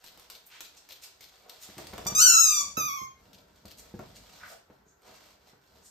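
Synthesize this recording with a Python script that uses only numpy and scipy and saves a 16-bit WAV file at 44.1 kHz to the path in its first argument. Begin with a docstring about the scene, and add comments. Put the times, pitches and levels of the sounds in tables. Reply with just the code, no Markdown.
"""Claws tick and scrape on the wooden door of a puppy pen, about a metre from a two-microphone phone.
The room is bare. Litter mates scuffle over a paper pad, and paws thud on the laminate floor.
The puppy at the door gives a tiny yip and a loud falling yelp, flops down and whines more softly.
Its vocal folds make the harmonics, and its throat and muzzle colour them."""
import sys
import numpy as np
from scipy import signal
from scipy.fft import rfft, irfft
from scipy.io import wavfile
from scipy.ndimage import uniform_filter1d

SR = 44100
rng = np.random.default_rng(int(sys.argv[2]) if len(sys.argv) > 2 else 0)


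def unload_wav(signal):
    """Save mono or channel-first audio to the path in sys.argv[1] as 16-bit WAV at rate SR, clipped to [-1, 1]."""
    wavfile.write(
        sys.argv[1],
        SR,
        np.round(np.clip(np.atleast_2d(signal).T, -1, 1) * 32767).astype(np.int16),
    )


N = 260190
T = np.arange(N) / SR


def undb(db):
    """Decibels to gain."""
    return 10 ** (np.asarray(db) / 20)


def unit(x):
    """Scale to rms 1."""
    return x / np.sqrt(np.mean(x ** 2))


def at(points, hz):
    """Read a spectrum on a log-frequency axis."""
    f, value = np.transpose(points)
    return np.interp(np.log(hz + 1), np.log(f), value)


def colour(x, points):
    """Filter a sound by (f/Hz, level/dB) points and scale it to rms 1."""
    return unit(irfft(rfft(x) * undb(at(points, np.fft.rfftfreq(N, 1 / SR))), N))


def resonance(x, hz, width_hz):
    """Two-pole band-pass, gain 1 at the centre."""
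    return signal.lfilter(*signal.iirpeak(hz, hz / width_hz, fs=SR), x)


def walk(per_s):
    """Smooth random drift of rms 1 that changes about per_s times a second."""
    k = max(int(SR / per_s), 1)
    return unit(uniform_filter1d(uniform_filter1d(rng.standard_normal(N), k), k))


def grit(spread_db):
    """Friction noise: fine grains of uneven size."""
    size = undb(spread_db * np.minimum(walk(800), 2))
    return unit(rng.standard_normal(N) * size)


def fade(start, decay_s):
    """Envelope that jumps to 1 and dies away."""
    return (T >= start) * np.exp(-np.clip((T - start) / decay_s, 0, 50))


def swell(middle, length):
    """Envelope that rises, holds and falls."""
    return np.exp(-np.minimum(np.abs(2 * (T - middle) / length), 2.5) ** 4)


def sprinkle(per_s, decay_s):
    """Envelope of small uneven impacts at random moments."""
    hits = (rng.random(N) < per_s / SR) * rng.uniform(.3, 1, N)
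    return signal.lfilter([1], [1, -np.exp(-1 / (decay_s * SR))], hits)


# Reverberation of the bare room: f/Hz, T60/s
ROOM_T60 = [(100, 0.62), (500, 0.29), (1200, 0.33), (3000, 0.45), (6500, 0.38), (14000, 0.26)]
def room(x, wet_db, pan_db=0):
    """Direct sound at both microphones and a diffuse tail from the walls."""
    t = T[:SR * 4 // 5]
    hz, s, cells = signal.stft(rng.standard_normal((2, len(t))), SR, nperseg=256)
    apart = np.minimum((hz + 70) / 650, 1)[:, None] * np.pi / 4  # long waves reach both sides alike
    cells = np.array([np.cos(apart) * cells[0] + side * np.sin(apart) * cells[1] for side in (1, -1)])
    decay = undb(-60 * s / at(ROOM_T60, hz)[:, None])
    tail = signal.istft(cells * decay, SR)[1][:, :len(t)]
    # floor and pen walls crowd the first milliseconds
    tail = tail * (t > .002) * (1 + 0.63 * np.exp(-t / 0.0036))
    tail = tail / np.sqrt(np.sum(tail ** 2) / 2)
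    direct = np.array([x * undb(pan_db / 2), x * undb(-pan_db / 2)])
    wet = undb(wet_db)
    return (direct + wet * signal.fftconvolve(x[None], tail, axes=1)[:, :N]) / np.hypot(1, wet)


# Noise floor at the phone: f/Hz, relative level/dB
ROOM_TONE = [(20, -27.5), (45, -2), (72, 2.5), (120, -6), (300, -1), (600, -4.5), (1500, -3.5),
             (3200, -26.5), (7000, -38), (14000, -18), (15000, -28.5)]
def room_tone():
    """The still air of the room and the hiss of the microphones."""
    return room(colour(rng.standard_normal(N), ROOM_TONE) * undb(-68), wet_db=10)


# Fur and paper rubbing: f/Hz, relative level/dB
RUSTLE_COLOUR = [(150, -23), (300, -11.5), (550, 4), (1500, -2), (2500, -3.5), (4500, -0.5), (8500, -9.5),
                 (11500, -10.5), (14200, -8), (15000, -24.5)]
# Dull shuffle of a body: f/Hz, relative level/dB
SHUFFLE_COLOUR = [(15, -48), (25, -26.5), (60, 1), (134, -8.5), (168, -4.5), (292, -12), (628, -5.5),
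                  (835, -19), (900, -6), (1170, -44), (1980, -120)]
# A puppy shifts its weight: middle t/s, length/s, rustle level/dB, shuffle level/dB
MOVES = [(0.162, 0.11, -82, -67.5), (1.724, 0.41, -59, -75), (2.09, 0.49, -54, -49.5),
         (2.623, 0.26, -63, -58.5), (3.451, 0.73, -71.5, -64.5), (3.99, 0.41, -62, -60.5),
         (4.368, 0.36, -57, -61), (4.744, 0.11, -77, -68), (5.18, 0.3, -57, -67.5),
         (5.457, 0.12, -65.5, -73.5), (5.754, 0.22, -65, -67.5)]
# A paw slides: middle t/s, length/s, level/dB, centre f/Hz, width/Hz
SLIDES = [(0.469, 0.018, -49.5, 12500, 5000), (0.545, 0.1, -51, 2250, 3350),
          (0.779, 0.029, -53.5, 5560, 6000), (1.038, 0.035, -43.5, 6100, 11300),
          (1.494, 0.1, -56, 630, 282), (1.631, 0.043, -45, 6850, 12100), (3.789, 0.026, -47, 7100, 11400),
          (4.165, 0.026, -48.5, 4500, 8200), (4.449, 0.067, -45, 1550, 696),
          (4.503, 0.064, -48.5, 5120, 12000), (4.521, 0.03, -45.5, 640, 157),
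          (4.893, 0.052, -65, 6520, 603), (5.087, 0.097, -55, 620, 1090), (5.866, 0.073, -56, 7400, 4000)]
def scuffle():
    """In the pen, fur and paper rustle, bodies shuffle, and now and then a paw slides."""
    restless = undb(np.interp(T, [2.4, 2.9], [-63, -77]))  # calmer as the puppy lies down
    moves = np.array([swell(s, length) for s, length, _, _ in MOVES])
    rustle_gain, shuffle_gain = undb(np.array(MOVES)[:, 2:].T) @ moves
    fibres, pads = grit(4.5), grit(4)
    rustle = colour(fibres, RUSTLE_COLOUR) * (restless + rustle_gain) * undb(1.8 * walk(25))
    shuffle = colour(grit(1.7), SHUFFLE_COLOUR) * shuffle_gain * undb(2 * walk(12))
    slides = 0
    for s, length, db, hz, width in SLIDES:
        stroke = np.exp(-np.minimum((2 * (T - s) / length) ** 2, 50))
        friction = unit(resonance(resonance(pads, hz, width), hz, hz + width / 2))
        slides += undb(db) * stroke * friction
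    return room(rustle + shuffle + slides, wet_db=2.5)


# Paws and belly land on the floor: t/s, relative level/dB, knock offset/dB
LANDINGS = [(1.452, -65, 7), (1.69, -42.5, -29), (1.769, -41, -27), (1.785, -46, 3), (1.844, -46, -11),
            (1.933, -35.5, -6), (1.98, -34.5, -6.5), (2.06, -38, 0.5), (2.118, -36, -10),
            (2.774, -32, -9.5), (3.016, -42, -49), (3.652, -43.5, -10.5), (3.94, -31, -37.5),
            (3.992, -36, -8), (4.016, -50, -23), (4.7, -48, -9), (4.866, -56, -16.5), (5.091, -53, -15.5),
            (5.532, -53.5, -7.5)]
# Modes of the laminate floor: f/Hz, width/Hz, relative level/dB
FLOOR_MODES = [(78, 48, -3), (135, 52, 3), (168, 86, -2.5), (253, 61, -3), (352, 140, -34.5)]
def paws():
    """Soft pads push the floor's low modes and the body settles after; harder landings add a knock."""
    steps = undb(-65.5) * sprinkle(per_s=6.5, decay_s=.01)  # light steps of the litter
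    impacts = sum(undb(db) * fade(s, 0.00041) for s, db, _ in LANDINGS)
    settling = steps + sum(undb(db) * fade(s, .013) for s, db, _ in LANDINGS)
    push = undb(-5) * impacts + undb(-3.5) * settling * rng.standard_normal(N)
    thud = sum(undb(db) * resonance(push, hz, width) for hz, width, db in FLOOR_MODES)
    hard_hits = sum(undb(db + knock_db) * fade(s, 0.011) for s, db, knock_db in LANDINGS)
    slap = (undb(-2) * steps + hard_hits) * rng.standard_normal(N)
    knock = resonance(resonance(slap, 440, 270), 1000, 1200)
    boards = resonance(thud, 190, 600)
    return room(undb(14.5) * boards, wet_db=-5) + room(undb(27) * knock, wet_db=2)


# A claw strikes the door and drags: t/s, relative strike level/dB, drag level/dB
SCRATCHES = [(0.041, -42.5, -52), (.300, -39, -50.5), (0.606, -34.5, -53), (0.889, -43.5, -54),
             (1.208, -43.5, -55), (1.495, -48, -57.5), (1.781, -39.5, -60), (3.331, -51.5, -63.5),
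             (3.655, -46, -61)]
# A claw only taps: t/s, relative level/dB
TAPS = [(0.175, -43.5), (0.197, -42.5), (1.87, -35), (1.936, -41), (1.98, -33), (2.051, -39.5),
        (3.992, -46.5), (5.02, -61)]
# Claw hitting wood: f/Hz, relative level/dB
TICK_COLOUR = [(300, -8.5), (700, -5.5), (1500, -1), (2500, -2), (4500, 1), (8000, -3.5), (13000, -3.5),
               (15000, -6.5)]
# Claw dragging over wood: f/Hz, relative level/dB
SCRAPE_COLOUR = [(150, -40.5), (300, -15.5), (550, -0.5), (1200, -9), (2300, -3), (3200, 3.5), (4300, 5.5),
                 (5500, 0.5), (8300, -8), (11500, -5.5), (14200, -1), (15000, -29.5)]
def claws():
    """Claws tick on the wooden door and scrape a little way down it, left of centre."""
    strikes = sum(undb(db) * fade(s, decay_s=0.0031) for s, db, _ in SCRATCHES)
    taps = sum(undb(db) * fade(s, decay_s=0.0012) for s, db in TAPS)
    drags = sum(undb(db) * (T > s) * swell(s, 0.158) for s, _, db in SCRATCHES)
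    jerks = drags * sprinkle(per_s=90, decay_s=0.00049) * undb(0.5)  # the claw catches and lets go
    ticks = colour(rng.standard_normal(N), TICK_COLOUR) * (strikes + taps + jerks) * undb(4.5)
    scrapes = colour(grit(4.8), SCRAPE_COLOUR) * drags * undb(5.5 * walk(64))
    return room(ticks, wet_db=2.5) + room(scrapes, wet_db=-3, pan_db=5.5)


def cry(start, end, hz, level_db, bright_db, throat, jitter, rasp_db, hiss_db, release_s):
    """Taut vocal folds make a clean harmonic stack; bright_db lifts the upper harmonics."""
    hz = hz * (1 + jitter * walk(65))
    gate = np.clip((T - start) / 0.0017, 0, 1) * np.clip((end - T) / release_s, 0, 1)
    on = gate > 0
    phase = 2 * np.pi * np.cumsum(hz[on]) / SR
    k = np.arange(1, 15)[:, None]
    lift_db = np.clip(np.log(k) / np.log(4.5), 0, 1) * np.broadcast_to(bright_db, N)[on]
    partials = undb(at(throat, k * hz[on]) + lift_db)
    folds = np.sum(partials * np.sin(k * phase), axis=0) / np.sqrt(np.sum(partials ** 2, axis=0) / 2)
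    # a little air rings the muzzle
    rasp = unit(resonance(resonance(rng.standard_normal(N), 6450, 700), 6450, 1200))
    # a faint band of hiss near 12.6 kHz roughens the top
    hiss = unit(resonance(resonance(rng.standard_normal(N), 12600, 2600), 12600, 3000))
    noise = rasp * undb(rasp_db) + hiss * undb(hiss_db)
    voice = np.zeros(N)
    voice[on] = folds + noise[on] * (1 + np.cos(phase))  # both bands pulse with the pitch
    return voice * gate * undb(level_db)


# Throat and muzzle resonances, jaws nearly shut: f/Hz, relative level/dB
SHUT_THROAT = [(1100, 5), (2300, -5.5), (3600, -15), (4600, -17.5), (5400, -10.5), (6400, -2.5),
               (7200, -49), (8500, -47), (11500, -19), (13200, -12), (14800, -32)]
def whine():
    """A quavering cry sinks towards a resting pitch as the breath runs out and the mouth closes."""
    start, length_s, sink_s, widest_s = 2.769, 0.3064, 0.22, 0.056
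    start_hz, rest_hz, quaver_hz, quavers_per_s = 1303.4, 964.6, 42.1, 11
    age = np.clip(T - start, 0, length_s)
    hz = rest_hz + (start_hz - rest_hz) * np.exp(-age / sink_s)
    hz += quaver_hz * np.sin(np.pi * age / length_s) * np.cos(2 * np.pi * quavers_per_s * age)
    level_db = -26 - 49 * age
    bright_db = 7.5 - 54 * np.abs(age - widest_s)
    return cry(start, start + length_s, hz, level_db, bright_db, SHUT_THROAT,
               jitter=.0045, rasp_db=-22, hiss_db=-27, release_s=.03)


# Throat and muzzle resonances, jaws wide: f/Hz, relative level/dB
OPEN_THROAT = [(1000, 1), (1500, -4), (2400, -12.5), (3000, -12), (3700, -14), (4600, -8), (5300, -9.5),
               (6000, -0.5), (6750, 0.5), (7400, -7.5), (8100, -11), (9200, -17.5), (11800, -18),
               (13300, -18), (15000, -25)]
# The yelp: t/s, pitch f/Hz, level/dB, brightness (upper harmonics against the fundamental)/dB
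YELP = [(2.149, 1224, -24, 7), (2.188, 1272, -17, 7.5), (2.22, 1512, -13.5, 11), (2.254, 1518, -15, 7),
        (2.279, 1400, -15, 13), (2.322, 1354, -17, 6), (2.366, 1326, -15.5, 0.5), (2.423, 1338, -16, 14),
        (2.459, 1253, -20, 12), (2.552, 1185, -25, 8.5), (2.605, 1158, -26.5, 6), (2.626, 1087, -28, -4)]
def yip_and_yelp():
    """Through wide jaws, one short note and then a loud cry that leaps up, holds and sinks."""
    yip = cry(start=2.066, end=2.082, hz=1179, level_db=-25.5, bright_db=5.5, throat=OPEN_THROAT,
              jitter=.005, rasp_db=-19.5, hiss_db=-14, release_s=.003)
    times, *columns = np.transpose(YELP)
    hz, level_db, bright_db = (np.interp(T, times, column) for column in columns)
    hz = uniform_filter1d(hz, size=400)
    strain = 1 + 0.76 * fade(times[0], decay_s=.1)  # the pitch shakes more at the outburst
    yelp = cry(times[0], times[-1], hz, level_db, bright_db, OPEN_THROAT,
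               jitter=.0017 * strain, rasp_db=-40, hiss_db=-30, release_s=.012)
    return yip + yelp


# Left-right balance of the cries, varying with frequency: f/Hz, left minus right level/dB
CRY_BALANCE = [(1000, 1.5), (1400, -4), (2400, 6), (3000, -0.5), (4500, 3), (6000, 2.5), (8000, 0),
               (13000, 0)]
# The paths to the two microphones differ: f/Hz, phase lead of the left/rad
MIC_LEAD = [(600, .1), (1200, 2.7), (1400, 3.2), (2000, 3.4), (2900, 4.8), (4300, 8.5), (6000, 5.6),
            (7700, 4.73), (12000, 7.4), (14000, 6.4)]
def puppy():
    """Three cries from about a metre away reach each microphone with its own colour and delay."""
    cries = room(yip_and_yelp(), wet_db=-1)
    cries += room(whine(), wet_db=-3.5, pan_db=-4)  # lying down, muzzle near the floor
    hz = np.fft.rfftfreq(N, 1 / SR)
    balance = undb(at(CRY_BALANCE, hz) / 2)
    lead = np.exp(1j * at(MIC_LEAD, hz))
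    return irfft(rfft(cries) * np.array([balance * lead, 1 / balance]), N)


def scene():
    """The pen in stereo, from where the phone listens."""
    return puppy() + claws() + paws() + scuffle() + room_tone()


def record(dry):
    """The phone has a deep notch near 10 kHz and cuts the top."""
    notch = signal.butter(4, [9150, 10950], "bandstop", fs=SR, output="sos")
    top_cut = signal.ellip(8, .2, 70, 15300, fs=SR, output="sos")
    return signal.sosfilt(np.vstack([notch, top_cut]), dry)


dry = scene()
out = record(dry)
unload_wav(out)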